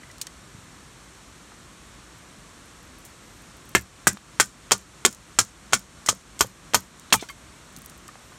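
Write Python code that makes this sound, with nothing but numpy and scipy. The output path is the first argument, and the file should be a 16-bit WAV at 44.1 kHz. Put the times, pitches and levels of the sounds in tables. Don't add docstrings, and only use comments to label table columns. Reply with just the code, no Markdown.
import sys
import numpy as np
from scipy import signal
from scipy.fft import rfft, irfft
from scipy.io import wavfile
from scipy.ndimage import uniform_filter1d, minimum_filter1d

SR = 44100
rng = np.random.default_rng(int(sys.argv[2]) if len(sys.argv) > 2 else 0)


def output_pcm(signal):
    pcm = np.clip(np.atleast_2d(signal).T, -1, 1) * 32767
    wavfile.write(sys.argv[1], SR, np.round(pcm).astype(np.int16))


N = 369558
SPAN = SR // 2

# start in seconds, stick level in dB,
# stick pitch in Hz, then thud, rumble, log, crackle and fizz levels in dB relative to the stick,
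# and the crackle's 60 dB decay in seconds.
BLOWS = [(3.7501, -7, 1774, -6.5, -21, -0.5, -7, -16, .1),
         (4.07, -5.5, 1635, -9.5, -26, -10, -6, -22, 0.091),
         (4.399, -10, 1555, -11, -27, 3, 1, -20.5, 0.082),
         (4.71, -26.5, 1370, -2.5, -32, 10.5, -1, -11, 0.078),
         (4.7183, -8.5, 1203, -10, -28, -0.5, 3, -27, 0.061),
         (5.050, -11.5, 1454, -8, -24, 5.5, 4, -27, 0.059),
         (5.388, -11.5, 1363, -8, -23, 0.5, 5, -33, 0.067),
         (5.725, -30, 1316, -1.5, -33, -3, 3, -22, 0.089),
         (5.733, -8.5, 1480, -15.5, -26.5, 2, -1, -35, 0.07),
         (6.0613, -38, 1520, -3, -30, 0, 12.5, -17, .048),
         (6.088, -12.5, 1270, -9.5, -25, 0.5, 1.5, -24, 0.06),
         (6.408, -9.5, 1227, -12, -21.5, -1, -1.5, -9.5, 0.066),
         (6.736, -27.5, 900, 0.5, -32, 6.5, 1, -12, .043),
         (6.7449, -7, 1250, -15, -28, -3.5, -2, -13, 0.062),
         (7.1253, -13.5, 1186, -7, -15.5, 8.5, 1.5, -12, 0.078)]
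# start in seconds, level in dB, centre in Hz, 60 dB decay in seconds.
SNAPS = [(0.113, -44.5, 5960, .03), (0.182, -42, 7000, .02), (0.2141, -23.5, 6300, 0.044),
         (0.269, -30.5, 5950, .016), (3.05, -42.5, 8750, 0.1), (3.692, -43, 12000, .015),
         (3.820, -43, 11500, .01), (4.074, -13, 7760, .031), (4.0768, -8.5, 7560, 0.014),
         (4.172, -40, 4020, 0.024), (4.7224, -20, 7300, 0.016), (5.062, -7, 7000, 0.0098),
         (5.127, -36, 6920, 0.03), (5.1476, -37, 6910, .017), (6.069, -32, 6400, 0.048),
         (6.085, -27, 6500, .067), (6.392, -28, 6000, 0.047), (6.4, -29, 6500, 0.046),
         (6.4096, -8.5, 6300, 0.011), (6.997, -40.5, 8400, 0.01), (7.104, -41, 3500, 0.034),
         (7.131, -12.5, 7500, 0.084), (7.147, -26, 9000, .027), (7.156, -24, 9500, 0.024),
         (7.194, -40, 3200, 0.14), (7.21, -36.5, 5650, 0.2), (7.2875, -38, 6150, 0.044),
         (7.30, -42, 7800, .086), (7.7642, -35, 6860, 0.012), (7.772, -42, 8000, .012),
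         (7.819, -40, 9800, 0.0088), (7.86, -34.5, 10400, .013), (7.897, -39.5, 7350, 0.012),
         (8.08, -37, 6300, .015)]
# start in seconds, level in dB, pitch in Hz, 60 dB decay in seconds.
KNOCKS = [(0.032, -43.5, 1980, 0.037), (0.099, -45, 1985, 0.078), (0.215, -37.5, 2970, 0.014),
          (0.271, -42.5, 1900, 0.014), (0.27, -44, 3150, 0.028), (0.547, -38.5, 121, 0.075),
          (0.584, -42, 123, .053), (1.520, -42.5, 870, 0.01), (3.776, -32, 71, 0.22),
          (4.125, -37, 210, 0.14), (4.171, -33, 1270, 0.0047), (6.075, -33, 2000, 0.023),
          (6.127, -33, 540, 0.013), (6.4452, -32, 516, 0.024), (7.128, -11.5, 2690, 0.022),
          (7.141, -10, 1230, 0.0049), (7.144, -19.5, 874, 0.046), (7.159, -40.5, 2400, 0.18),
          (7.194, -42, 2290, .036), (7.20, -40.5, 3540, 0.13), (7.2252, -27, 432, 0.0215),
          (7.23, -38, 2070, 0.039), (7.236, -41, 950, .065), (7.289, -38.5, 3126, .07),
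          (7.288, -36.5, 1650, 0.046), (7.296, -36.5, 2156, 0.056), (7.298, -36, 1120, .038),
          (7.775, -40, 152, 0.067), (8.088, -39, 1214, 0.038), (8.155, -40.5, 745, 0.019),
          (8.319, -47, 1000, .037)]
# ratio to the pitch, level in dB, 60 dB decay in seconds.
STICK_MODES = [(.62, -9, 0.0063), (0.781, -15, 0.069), (1.001, 3.5, 0.018), (1.2, -1, .02),
               (1.47, 0.5, 0.0068)]
# frequency in Hz, level in dB, 60 dB decay in seconds.
LOG_MODES = [(2320, 11.5, 0.0017), (2645, -8, 0.0028), (3170, 1, 0.0092), (3680, -6, 0.0052),
             (4320, 0, 0.0039)]
# frequency in Hz at the middle stick pitch, level in dB,
# 60 dB decay in seconds.
THUD_MODES = [(254.4, -16, 0.086), (420.4, -4.5, 0.027), (541, -3, 0.0084)]
# frequency in Hz, level in dB, 60 dB decay in seconds.
RUMBLE_MODES = [(71, -32, 0.035), (117.3, 11.5, 0.062), (190, 4.5, 0.22)]
# ratio to the centre, width of each filter pass in Hz, level in dB.
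CRACKLE_BANDS = [(0.804, 1850, 7.5), (0.998, 2570, 12.5), (1.249, 2600, 2)]
# start in seconds, end in seconds, ticks per second,
# least tick level in dB before filtering.
HANDLING = [(2.5, 3.72, 14, -49.5), (7.72, 8.0, 38, -43)]
# start in seconds, length in seconds,
# pitch at both ends in Hz, rise of the pitch arch in Hz, level in dB.
CALLS = [(2.44, .19, 10900, 150, -76), (2.635, 0.19, 11000, 350, -69), (3.15, 0.37, 11600, 300, -68),
         (8.17, .21, 11000, 2650, -68)]
# frequency in Hz, relative density in dB per Hz.
RUSH_SPECTRUM = [(15, -59), (25, -25.5), (48, 1.5), (85, -7), (150, -5.5), (358, -11), (410, -14.5),
                 (687, -16), (809, -17.5), (1120, -13), (2820, -20.5), (8140, -21), (10700, -27.5),
                 (15200, -47.5), (16500, -82.5)]
# centre in Hz, width in Hz, gain in dB.
MIC_DIPS = [(4876, 600, -6.5), (10380, 1600, -6.5)]

MIDDLE_PITCH_HZ = 1310
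THUD_SLOPE = -0.75
CRACKLE_HZ, CRACKLE_SLOPE = 6770, 0.3
FIZZ_HZ, FIZZ_WIDTH_HZ = 11880, 1000
CONTACT_T60_S = 0.097
REBOUND_S, REBOUND_DB, REBOUND_HZ, REBOUND_T60_S = 0.061, -31, 9200, 0.012
RUSH_DB = -48
TOP_HZ = 15900


def undb(db):
    return 10 ** (np.asarray(db) / 20)


def peak(x, db):
    return x * undb(db) / np.sqrt(uniform_filter1d(x ** 2, size=132).max())


def fade(t60):
    return np.exp(-np.log(1000) * np.arange(SPAN) / SR / max(t60, 0.003))


def ring(x, hz, t60):
    pole = np.exp(2j * np.pi * hz / SR - np.log(1000) / (t60 * SR))
    ringing = signal.lfilter([1], [1, -pole], x).imag
    b, a = signal.butter(2, hz / 2, "high", fs=SR)
    return signal.lfilter(b, a, ringing)


def modes(x, table, scale=1):
    return sum(undb(db) * ring(x, scale * f, t60) for f, db, t60 in table)


def band(x, hz, width):
    b, a = signal.iirpeak(min(hz, 0.4 * SR), max(hz / width, 0.3), SR)
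    return signal.lfilter(b, a, x)


def band_twice(x, hz, width):
    return band(band(x, hz, width), hz, width)


def cracks(chance, t60, lumps_db):
    lumps = np.repeat(chance[::50], 50)[:SPAN][::-1]
    return chance * undb(lumps_db * lumps) * fade(t60)


def add(out, s, sound):
    i = int(s * SR)
    out[i:i + len(sound)] += sound[:N - i]


def blow(chance, db, hz, thud_db, rumble_db, log_db, crackle_db, fizz_db, t60):
    pitch = hz / MIDDLE_PITCH_HZ
    strike = np.sign(chance[0, 0]) * fade(0.003)
    push = strike + undb(-16) * cracks(chance[0], CONTACT_T60_S, 2.5)
    stick = modes(push, STICK_MODES, hz)
    soil_push = strike + undb(-5.0) * chance[2] * fade(0.082)
    thud = modes(soil_push, THUD_MODES, pitch ** THUD_SLOPE)
    log = modes(push * fade(0.24), LOG_MODES)
    shake = chance[2][::-1] * fade(0.16) * (1 - fade(0.018))
    rumble = modes(shake, RUMBLE_MODES)
    tear = cracks(chance[1], t60, 2.5) + undb(-28) * cracks(chance[1], 0.3, 3.5)
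    tear = tear * (1 + 0.27 * fade(0.0055))
    centre = CRACKLE_HZ * pitch ** CRACKLE_SLOPE
    crackle = sum(undb(gain) * band_twice(tear, ratio * centre, width)
                  for ratio, width, gain in CRACKLE_BANDS)
    fizz = band_twice(tear, FIZZ_HZ, FIZZ_WIDTH_HZ)
    parts = (stick, thud, rumble, log, crackle, fizz)
    gains_db = (0, thud_db, rumble_db, log_db, crackle_db, fizz_db)
    return sum(peak(part, db + gain) for part, gain in zip(parts, gains_db))


def blows():
    out = np.zeros(N)
    chances = rng.standard_normal((len(BLOWS), 4, SPAN))
    for (s, db, *rest), chance in zip(BLOWS, chances):
        add(out, s, blow(chance, db, *rest))
        tick = snap(chance[3], db + REBOUND_DB, REBOUND_HZ, REBOUND_T60_S)
        add(out, s + REBOUND_S, tick)
    return out


def snap(chance, db, hz, t60):
    return peak(band_twice(cracks(chance, t60, 0.5), hz, hz), db)


def snaps():
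    out = np.zeros(N)
    for (s, db, hz, t60), chance in zip(SNAPS, rng.standard_normal((len(SNAPS), SPAN))):
        add(out, s, snap(chance, db, hz, t60))
    return out


def knocks():
    out = np.zeros(N)
    contrast = 2.5
    for (s, db, hz, t60), chance in zip(KNOCKS, rng.standard_normal((len(KNOCKS), SPAN))):
        tap = chance * fade(t60 / 2)
        wood = sum(undb(contrast * gain) * ring(tap, hz * ratio, t60) for ratio, gain, _ in STICK_MODES)
        add(out, s, peak(wood, db))
    return out


def grass(per_s=20, db=-66, spread_db=4):
    chance, t = rng.random((3, N)), np.arange(N) / SR
    ticks = (chance[0] < per_s / SR) * undb(db)
    for start, end, rate, hand_db in HANDLING:
        moving = (t > start) * (t < end)
        ticks = ticks + moving * (chance[2] < rate / SR) * undb(hand_db)
    ticks = ticks * undb(-spread_db * np.log(chance[1] + 1e-9))
    envelope = signal.fftconvolve(ticks, fade(0.022)[:2000])[:N]
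    burst = envelope * rng.standard_normal(N)
    return band_twice(burst, 11000, 5000)


def call(edge=0.4):
    t, out = np.arange(N) / SR, 0
    waver = 1 + 0.1 * uniform_filter1d(rng.standard_normal(N), size=100)
    for start, length, hz, arch_hz, db in CALLS:
        arch = np.sin(np.pi * np.clip((t - start) / length, 0, 1)).clip(0) * (t < start + length)
        phase = 2 * np.pi * np.cumsum((hz + arch_hz * arch) * waver) / SR
        out = out + undb(db) * arch ** edge * np.sin(phase)
    return out


def rush():
    hz, db = np.transpose(RUSH_SPECTRUM)
    f = np.fft.rfftfreq(N, 1 / SR) + 1
    colour = undb(np.interp(np.log(f), np.log(hz), db))
    x = irfft(rfft(rng.standard_normal(N)) * colour, N)
    gust = uniform_filter1d(np.repeat(rng.standard_normal(N // 4000 + 1), 4000)[:N], size=4000)
    bass = signal.sosfiltfilt(signal.butter(2, 250, fs=SR, output="sos"), x)
    x = x + bass * (undb(0.4 * gust) - 1)
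    return x * undb(RUSH_DB) / np.std(x)


def scene():
    return (blows() + snaps() + knocks() + grass() + call() + rush())[None]


def record(dry, top_db=-24, duck_db=-3.0, hold_s=0.12, slew_s=0.14):
    x = signal.sosfilt(signal.butter(3, 40, "high", fs=SR, output="sos"), dry[0])
    for hz, width, db in MIC_DIPS:
        x = x - (1 - undb(db)) * band(x, hz, width)
    loud = np.sqrt(np.abs(uniform_filter1d(x ** 2, size=400)))
    want = duck_db * np.clip(np.log(loud / undb(top_db) + 1e-9), 0, 1)
    hold, slew = int(hold_s * SR), int(slew_s * SR)
    held = minimum_filter1d(want, hold, origin=(hold - 1) // 2)
    gain_db = uniform_filter1d(held, slew, origin=(slew - 1) // 2)
    x = 0.92 * np.tanh(1.1 * x * undb(gain_db))
    return signal.sosfilt(signal.ellip(9, 0.2, 90, TOP_HZ, fs=SR, output="sos"), x)[None]


dry = scene()
out = record(dry)
output_pcm(out)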